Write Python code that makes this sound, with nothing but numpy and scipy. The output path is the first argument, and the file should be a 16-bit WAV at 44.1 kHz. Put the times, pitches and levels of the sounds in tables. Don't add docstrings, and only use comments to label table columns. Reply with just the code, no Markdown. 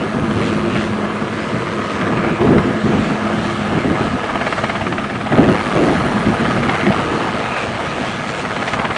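import sys
import numpy as np
from scipy import signal
from scipy.fft import rfft, irfft, next_fast_len
from scipy.io import wavfile
from scipy.ndimage import uniform_filter1d, map_coordinates

SR = 44100
rng = np.random.default_rng(int(sys.argv[2]) if len(sys.argv) > 2 else 0)


def elevation(decibels):
    levels = np.asarray(decibels, float)
    return 10 ** (levels / 20)


def store_wav(level_fs):
    pcm = np.round(np.clip(np.atleast_2d(level_fs), -1, 1) * 32767)
    wavfile.write(sys.argv[1], SR, pcm.T.astype(np.int16))


N = 395577
BLADE_HZ, TAIL_HZ = 17.55, 106


def unit(x):
    return x / np.sqrt(np.mean(x ** 2) + 1e-20)


def curves(rows):
    s, *columns = np.transpose(rows)
    return [np.interp(np.arange(N) / SR, s, column) for column in columns]


def wobble(rate):
    knots = rng.standard_normal(int(N * rate / SR) + 4)
    return map_coordinates(knots, [np.arange(N) * rate / SR])


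def filtered(x, response):
    m = next_fast_len(N + 8192)
    return irfft(rfft(x, m) * response(np.fft.rfftfreq(m, 1 / SR)), m)[:N]


def coloured(x, points):
    f, db = np.transpose(points)
    return filtered(x, lambda hz: elevation(np.interp(np.log(hz + 1), np.log(f + 1), db, -120, -120)))


def rush(spectrum, patchy_db):
    z = signal.stft(rng.standard_normal(N), nperseg=512)[2]
    field = uniform_filter1d(rng.standard_normal(z.shape), 5, 0)
    field = uniform_filter1d(field, 12, 1)
    patchy = signal.istft(z * elevation(patchy_db * unit(field)), nperseg=512)[1][:N]
    return unit(coloured(patchy, spectrum))


def narrow(hz, width_hz):
    return unit(filtered(rng.standard_normal(N), lambda f: 1 / (1 + (2 * (f - hz) / width_hz) ** 2)))


def chop(rate_hz, lag, share, sharp):
    passes = rate_hz * np.arange(N) / SR - lag
    puff = np.exp(sharp * np.cos(2 * np.pi * passes)) / np.i0(sharp)
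    share = np.clip(share, 0, .95)
    return np.sqrt(1 - share + share * puff)


def wind():
    # start_s, rumble_db
    breeze_rows = [(0, -31.5), (1.9, -26), (4.4, -27.5), (4.8, -22.5), (5.3, -25.5), (5.6, -19),
                   (5.72, -24), (7, -26), (7.6, -29.5), (8.5, -28), (8.97, -29)]
    # start_s, length_s, rumble_db, flutter_db over the rumble
    gust_rows = [(.0, .08, -23, 4), (0.141, 0.11, -18.5, -3), (0.274, .2, -15.5, -2.5),
                 (0.478, .35, -19.5, -3), (0.828, 0.29, -23, -2.5), (1.217, .12, -24, -2),
                 (1.54, .06, -18.5, -10), (1.951, 0.23, -23.5, 0.5), (2.122, .21, -19, -2),
                 (2.406, .1, -12.5, -0.5), (2.499, 0.095, -10.5, -3.5), (2.628, 0.16, -18, -4),
                 (2.84, .3, -16, -2.5), (3.3, .2, -20.5, -4.5), (3.578, .06, -20.5, -12),
                 (3.722, 0.081, -15.5, -4.5), (3.847, 0.098, -15, -1.5), (4, 0.037, -13.5, -4),
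                 (4.041, .12, -21, -7), (4.334, 0.043, -21, -4), (5.33, .025, -9, -4),
                 (5.374, 0.064, -4.5, -1), (5.471, .06, -13, -0.5), (5.74, .2, -17.5, 3.5),
                 (5.946, .22, -16, -5), (6.252, .075, -12, -6.5), (6.404, .28, -14.5, -4),
                 (6.822, .04, -16.5, -1.5), (6.872, .035, -12.5, -2), (6.96, .4, -25, 0)]
    # pitch_hz, level_db per Hz
    rumble_spectrum = [(12, -57), (20, -25.5), (50, -16.5), (110, -4.5), (180, -2), (260, -1), (330, -44.5)]
    # pitch_hz, level_db per Hz
    flutter_spectrum = [(200, -25), (270, -4), (350, -2), (450, -9.5), (650, -14), (900, -26), (1300, -39)]
    sag_db, rise_s, fall_s = 1.5, .008, .02
    breeze_flutter_db = -2

    t = np.arange(0, N, 32) / SR
    deep = elevation(curves(breeze_rows)[0][::32]) ** 2
    edge = deep * elevation(breeze_flutter_db) ** 2
    for s, length, db, flutter_db in gust_rows:
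        progress = np.clip((t - s) / length, 0, 1)
        rise = 1 + np.tanh((t - s) / rise_s)
        fall = 1 - np.tanh((t - s - length) / fall_s)
        gust = elevation(db - sag_db * (progress - .5)) ** 2 * rise * fall / 4
        deep = deep + gust
        edge = edge + gust * elevation(flutter_db) ** 2
    deep, edge = curves(np.transpose([t, deep, edge]))
    lumps = elevation(1.47 * wobble(35) + .7 * wobble(18))
    rumble = unit(lumps * rush(rumble_spectrum, patchy_db=1.0))
    flutter = unit(lumps * rush(flutter_spectrum, patchy_db=2.0))
    return elevation(-3.0) * (np.sqrt(deep) * rumble + np.sqrt(edge) * elevation(0.6) * flutter)


def turbines():
    # start_s, facing_db
    facing_rows = [(0, 2), (.5, 5), (1, -1), (2, -7.5), (3.2, -5), (3.47, 4.5), (3.8, -2.5), (5, -3.5),
                   (5.6, 9), (6.1, 10.5), (7, 6), (8, -3), (8.97, 2)]
    facing_db = curves(facing_rows)[0]
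    first = elevation(-61.5 + .9 * facing_db) * narrow(9375, 100)
    second = elevation(-59.5 + .24 * facing_db) * narrow(9570, 200)
    intake = elevation(-57.5 + .8 * facing_db + 1.5 * wobble(9)) * narrow(4220, 220)
    return first + second + intake


def tail_hum():
    # start_s, second_order_db
    hum_rows = [(0, -30), (.45, -22.5), (1.3, -26.5), (1.45, -34), (2.1, -29), (2.35, -29.5), (2.57, -18.5),
                (2.6, -31.5), (2.66, -20), (3.1, -26), (3.4, -24), (3.65, -25), (4.2, -35), (5.2, -35.5),
                (5.8, -43), (6.5, -31), (7, -38.5), (8.97, -43)]
    turn = 2 * np.pi * (TAIL_HZ * np.arange(N) / SR + .1 * wobble(4) + .035 * wobble(16))
    orders = np.sqrt(2) * np.sin(2 * turn) + elevation(-8) * np.sin(turn)
    orders = elevation(2.1 * wobble(16)) * orders
    return elevation(curves(hum_rows)[0]) * (orders + elevation(-6) * narrow(343, 18))


def whooshes():
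    # start_s (the peak), pitch_hz, length_s, level_db rms
    eddies = [
        (0.65, 2500, 0.11, -40),
        (0.75, 2650, 0.078, -32.5),
        (2.3, 2300, 0.14, -33),
        (4.68, 2080, 0.15, -32.5),
        (4.42, 970, 0.37, -33),
        (6.8, 2050, 0.14, -27),
        (7.55, 2500, 0.11, -29.5),
        (8.1, 3200, 0.083, -38),
        (7.65, 580, 0.38, -34),
    ]
    t = np.arange(N) / SR
    return sum(elevation(db) * np.exp(-((t - s) / length) ** 2) * narrow(hz, 60 + hz / 5)
               for s, hz, length, db in eddies)


def slap_list():
    # first_s, last_s, first_db, last_db, thump_db
    runs = [(4.299, 4.412, -15, -5, -6), (4.466, 4.581, -1.5, -8.5, -6), (4.638, 4.812, -2, -10.5, -7),
            (4.866, 4.981, -7.5, -4.5, -16), (5.041, 5.266, -11, -10.5, -11), (5.323, 5.44, -6, -6.5, -0.5),
            (6.574, 6.693, -10, -3, -15), (6.752, 6.922, -5.5, -3.5, -17), (8.451, 8.563, -8, -10, -14),
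            (8.623, 8.734, -4.5, -5, -9), (8.794, 8.962, -6.5, -5, -15)]
    # start_s, peak_db, thump_db
    strays = [(.309, -10, -14), (.759, -10, -3), (1.815, -8, -9.5), (2.013, -5.5, -29), (2.171, -8.5, -11),
              (2.412, -9.5, -2), (2.525, -18.5, -3.5), (2.581, -3.5, -6.5), (3.76, -12.5, 2.5),
              (4.155, -14.5, -8), (5.353, -7, -14), (5.762, -12, 3), (5.868, -12.5, -12.5),
              (6.206, -11.5, -17), (6.261, -7.5, 3), (7.399, -13.5, -5.5), (7.564, -7, -17),
              (7.75, -13.5, -2.5), (7.8, -12.5, 1)]
    rows = []
    for first, last, db, last_db, thump_db in runs:
        count = round((last - first) * BLADE_HZ) + 1
        rows.append(np.linspace([first, db, thump_db], [last, last_db, thump_db], count))
    return np.concatenate(rows + [strays])


def slap_shape(u):
    swell = .5 * np.exp(u / .0028)
    trail = 1.0 * np.exp(-u / .0045) + .12 * np.exp(-u / 0.012)
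    return np.where(u < 0, swell, trail)


def slaps():
    # pitch_hz, level_db
    body_spectrum = [(250, -24.5), (600, -9), (1200, -0.5), (2200, -2), (3500, -17.5), (6000, -35)]
    spread = .45
    crack_db, size_scatter_db, colour_scatter_db = -18.5, 0.5, 2.5

    t = np.arange(-600, 1200) / SR
    layers, rows = np.zeros((3, N + 2000)), slap_list()
    noises = rng.standard_normal((len(rows), 3, len(t) + 1))
    for (s, db, thump_db), noise in zip(rows, noises):
        size, dull, sharp = noise[:, -1] * [size_scatter_db, colour_scatter_db, colour_scatter_db]
        stretch = np.clip(elevation(spread * (thump_db + 13.5)), .7, 1.8)
        burst = slap_shape(t / stretch) * noise[:, :-1]
        burst /= np.linalg.norm(burst, axis=1)[:, None]
        burst[:, 670] -= .35
        colour_db = np.array([[0], [thump_db + dull], [crack_db + sharp]])
        start = round(s * SR) - 540
        layers[:, start:start + len(t)] += elevation(db + size + colour_db) * burst
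    body, thump, crack = layers[:, :N]
    low = coloured(thump, [(300, -32.5), (650, 8.5), (1000, -16.5)])
    high = coloured(crack, [(2200, -22.5), (3200, 3.0), (6500, -21.5), (9000, -33)])
    return elevation(23.5) * coloured(body, body_spectrum) + elevation(29.5) * low + elevation(22) * high


def drone_levels():
    # start_s, loudness_db, treble_db over the loudness
    loudness_rows = [(0.0, -24.5, -15), (0.22, -26, -16.5), (0.47, -23, -14.5), (0.55, -25.5, -14.5),
                     (1.72, -25.5, -14), (2.25, -20, -20), (2.35, -26, -15), (2.57, -19, -20.5),
                     (2.67, -24.5, -14.5), (4.75, -23, -15.5), (5.2, -27.5, -14), (5.4, -20, -19.5),
                     (5.52, -20.5, -16.5), (6.97, -21, -15), (8.14, -26, -11.5), (8.62, -24, -12.5),
                     (8.92, -20, -19), (8.97, -25, -10)]
    # start_s (the peak), length_s, lift_db
    clear_moments = [(0.49, .1, 3.5), (0.809, .09, 5), (1.05, 0.12, -2.5), (1.427, 0.11, 2),
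                     (1.925, 0.13, 4), (3.038, 0.096, 3), (3.51, 0.1, 4), (5.751, 0.19, 2), (7.09, 0.12, 0),
                     (4.067, .05, 2.5), (4.566, .12, 4), (7.613, 0.033, 3), (8.072, .06, 3),
                     (8.296, 0.023, 4.5), (8.395, .04, 4.5), (8.686, 0.022, 6), (8.739, 0.017, 6)]
    loud_db, treble_db = curves(loudness_rows)
    t = np.arange(0, N, 64) / SR
    lift_db = sum(db * np.exp(-((t - s) / length) ** 2) for s, length, db in clear_moments)
    treble_db = treble_db + curves(np.transpose([t, lift_db]))[0]
    roar_db = loud_db + .5
    rasp_db = loud_db - 6 + .6 * (treble_db - treble_db.mean())
    hiss_db = loud_db + treble_db - 0.72
    return roar_db, rasp_db, hiss_db


def drone():
    # start_s, lag in blade passes, swish_depth 0-1
    blade_rows = [(0, 0.42, .2), (1, .42, 0.2), (2, 0.41, 0.3), (3, 0.43, 0.15), (4.2, 0.5, 0.25),
                  (4.5, 0.49, 0.75), (5, 0.6, 0.5), (5.5, 0.4, 0.44), (6.2, 0.46, 0.2), (6.5, 0.28, 0.54),
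                  (6.9, 0.54, 0), (7.2, 0.86, 0.08), (7.6, 1, .2), (8.1, 1, .05), (8.4, 0.36, 0.35),
                  (8.97, 0.4, 0.5)]
    # start_s, chop_depth 0-1
    tail_rows = [(0, .3), (.55, .75), (1.05, .15), (1.75, .55), (2.7, .08), (3.5, 0.4), (4.2, .4), (5, .12),
                 (5.55, .8), (6.4, .3), (6.8, .6), (7.7, 0.4), (8, 0.4), (8.5, 0.6), (8.97, 0.4)]
    # pitch_hz, level_db per Hz
    roar_spectrum = [(24, -58.5), (40, -8), (144, -4.5), (222, -5.5), (288, -13), (418, -9.5), (465, -4),
                     (527, -8), (685, -5), (1600, -11.5), (2080, -45), (3520, -120)]
    rasp_spectrum = [(820, -25.5), (1400, 0), (1970, 1.5), (2230, -0.5), (3070, -4.5), (3700, -19),
                     (4810, -49.5), (8140, -120)]
    hiss_spectrum = [(1940, -21), (3300, 3.5), (4250, 0.5), (4880, -4.5), (6500, -7.5), (8000, -11.5),
                     (8900, -14), (9700, -21), (10600, -24.5), (12000, -60.5)]
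    # pitch_hz, width_hz, level_db rms
    resonances = [(1259, 13, -38), (1231, 200, -34.5), (1689, 57, -38.5), (658, 75, -36), (2090, 92, -45.5),
                  (8040, 180, -60)]

    roar_db, rasp_db, hiss_db = drone_levels()
    lag, depth = curves(blade_rows)
    tail_lag = .25 * wobble(3)
    tail_depth = curves(tail_rows)[0]
    air = wobble(11)

    def swish(part):
        return chop(BLADE_HZ, lag, part * depth, sharp=3.2)

    def buzz(part):
        return chop(TAIL_HZ, tail_lag, part * tail_depth * elevation(1.9 * wobble(20)), sharp=2.1)

    roar = elevation(roar_db + 1.0 * air) * swish(0.86) * buzz(.55) * rush(roar_spectrum, patchy_db=1.5)
    rasp = elevation(rasp_db + .9 * air) * swish(0.68) * buzz(0.77) * rush(rasp_spectrum, patchy_db=1.5)
    hiss = elevation(hiss_db + 0.38 * air) * swish(0.2) * buzz(.8) * rush(hiss_spectrum, patchy_db=1.3)
    bright = swish(0.8) * buzz(0.41) * whooshes()
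    gears = sum(elevation(db) * narrow(hz, width) for hz, width, db in resonances)
    gears = gears * elevation(0.67 * (roar_db - roar_db.mean())) * swish(0.62)
    return roar + rasp + hiss + bright + gears


def ground(x):
    # start_s, near_share 0-1, far_share 0-1
    echo_rows = [(0, 0.18, 0.06), (.6, 0.4, 0.02), (1.85, 0.75, 0.01), (2.1, 0.3, 0), (3.2, 0.08, 0),
                 (3.5, .05, 0.35), (3.8, .05, .05), (4.4, 0, 0.2), (5.1, 0.04, 0.2), (5.5, 0.04, 0),
                 (7, 0.05, 0.11), (8, 0.1, 0.07), (8.97, 0.08, 0)]
    near, far = curves(echo_rows)

    def late(delay_s, top_hz):
        return filtered(x, lambda hz: np.exp(-2j * np.pi * hz * delay_s - (hz / top_hz) ** 4))

    x = filtered(x, lambda hz: 1 / np.sqrt(1 + (75 / (hz + 1)) ** 4))
    echoed = x - near * late(0.00126, 1250) - far * late(0.00201, 2600)
    return echoed / np.sqrt(1 + .5 * (near ** 2 + far ** 2))


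def scene():
    return (ground(drone() + slaps()) + tail_hum() + turbines() + wind())[None]


def starved(x, size=1024, offset=762):
    # pitch_hz, step_db over the usual size of a line
    step_rows = [(3000, -16), (5500, -4), (7000, 2), (8600, 6), (9100, 7.5), (9500, 4), (9750, 7),
                 (9950, 13), (10300, 16), (10600, 20)]
    n, k = np.arange(2 * size), np.arange(size)
    window = np.sin(np.pi * (n + .5) / (2 * size))[:, None]
    basis = window * np.cos(np.pi / size * np.outer(n + .5 + size / 2, k + .5))
    basis = basis.astype(np.float32)
    padded = np.pad(x, (2 * size - offset, 3 * size)).astype(np.float32)
    count = len(padded) // size - 1
    lines = padded[np.arange(count)[:, None] * size + n] @ basis
    hz, db = np.transpose(step_rows)
    usual = uniform_filter1d(np.median(np.abs(lines), 0), 15)
    step = usual * 1.5 * elevation(np.interp(k * SR / (2 * size), hz, db)) + 1e-9
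    treble = np.median(np.abs(lines[:, 300:430]), 1)[:, None]
    step = step * np.clip(treble / np.median(treble), .5, 2) ** .6
    rounded = np.round(.9 * lines / step) * step / .9
    frames = rounded.astype(np.float32) @ basis.T * 2 / size
    joined = np.append(frames[:, :size], np.zeros((1, size)), 0)
    joined[1:] += frames[:, size:]
    return joined.ravel()[2 * size - offset:][:N]


def roll_off(x):
    return signal.sosfilt(signal.butter(12, 10610, fs=SR, output="sos"), x)


def record(dry):
    clipped = dry / (1 + np.abs(dry) ** 8) ** (1 / 8)
    thinned = starved(clipped[0], size=1024, offset=762)[None]
    return roll_off(thinned)


dry = scene()
out = record(dry)
store_wav(out)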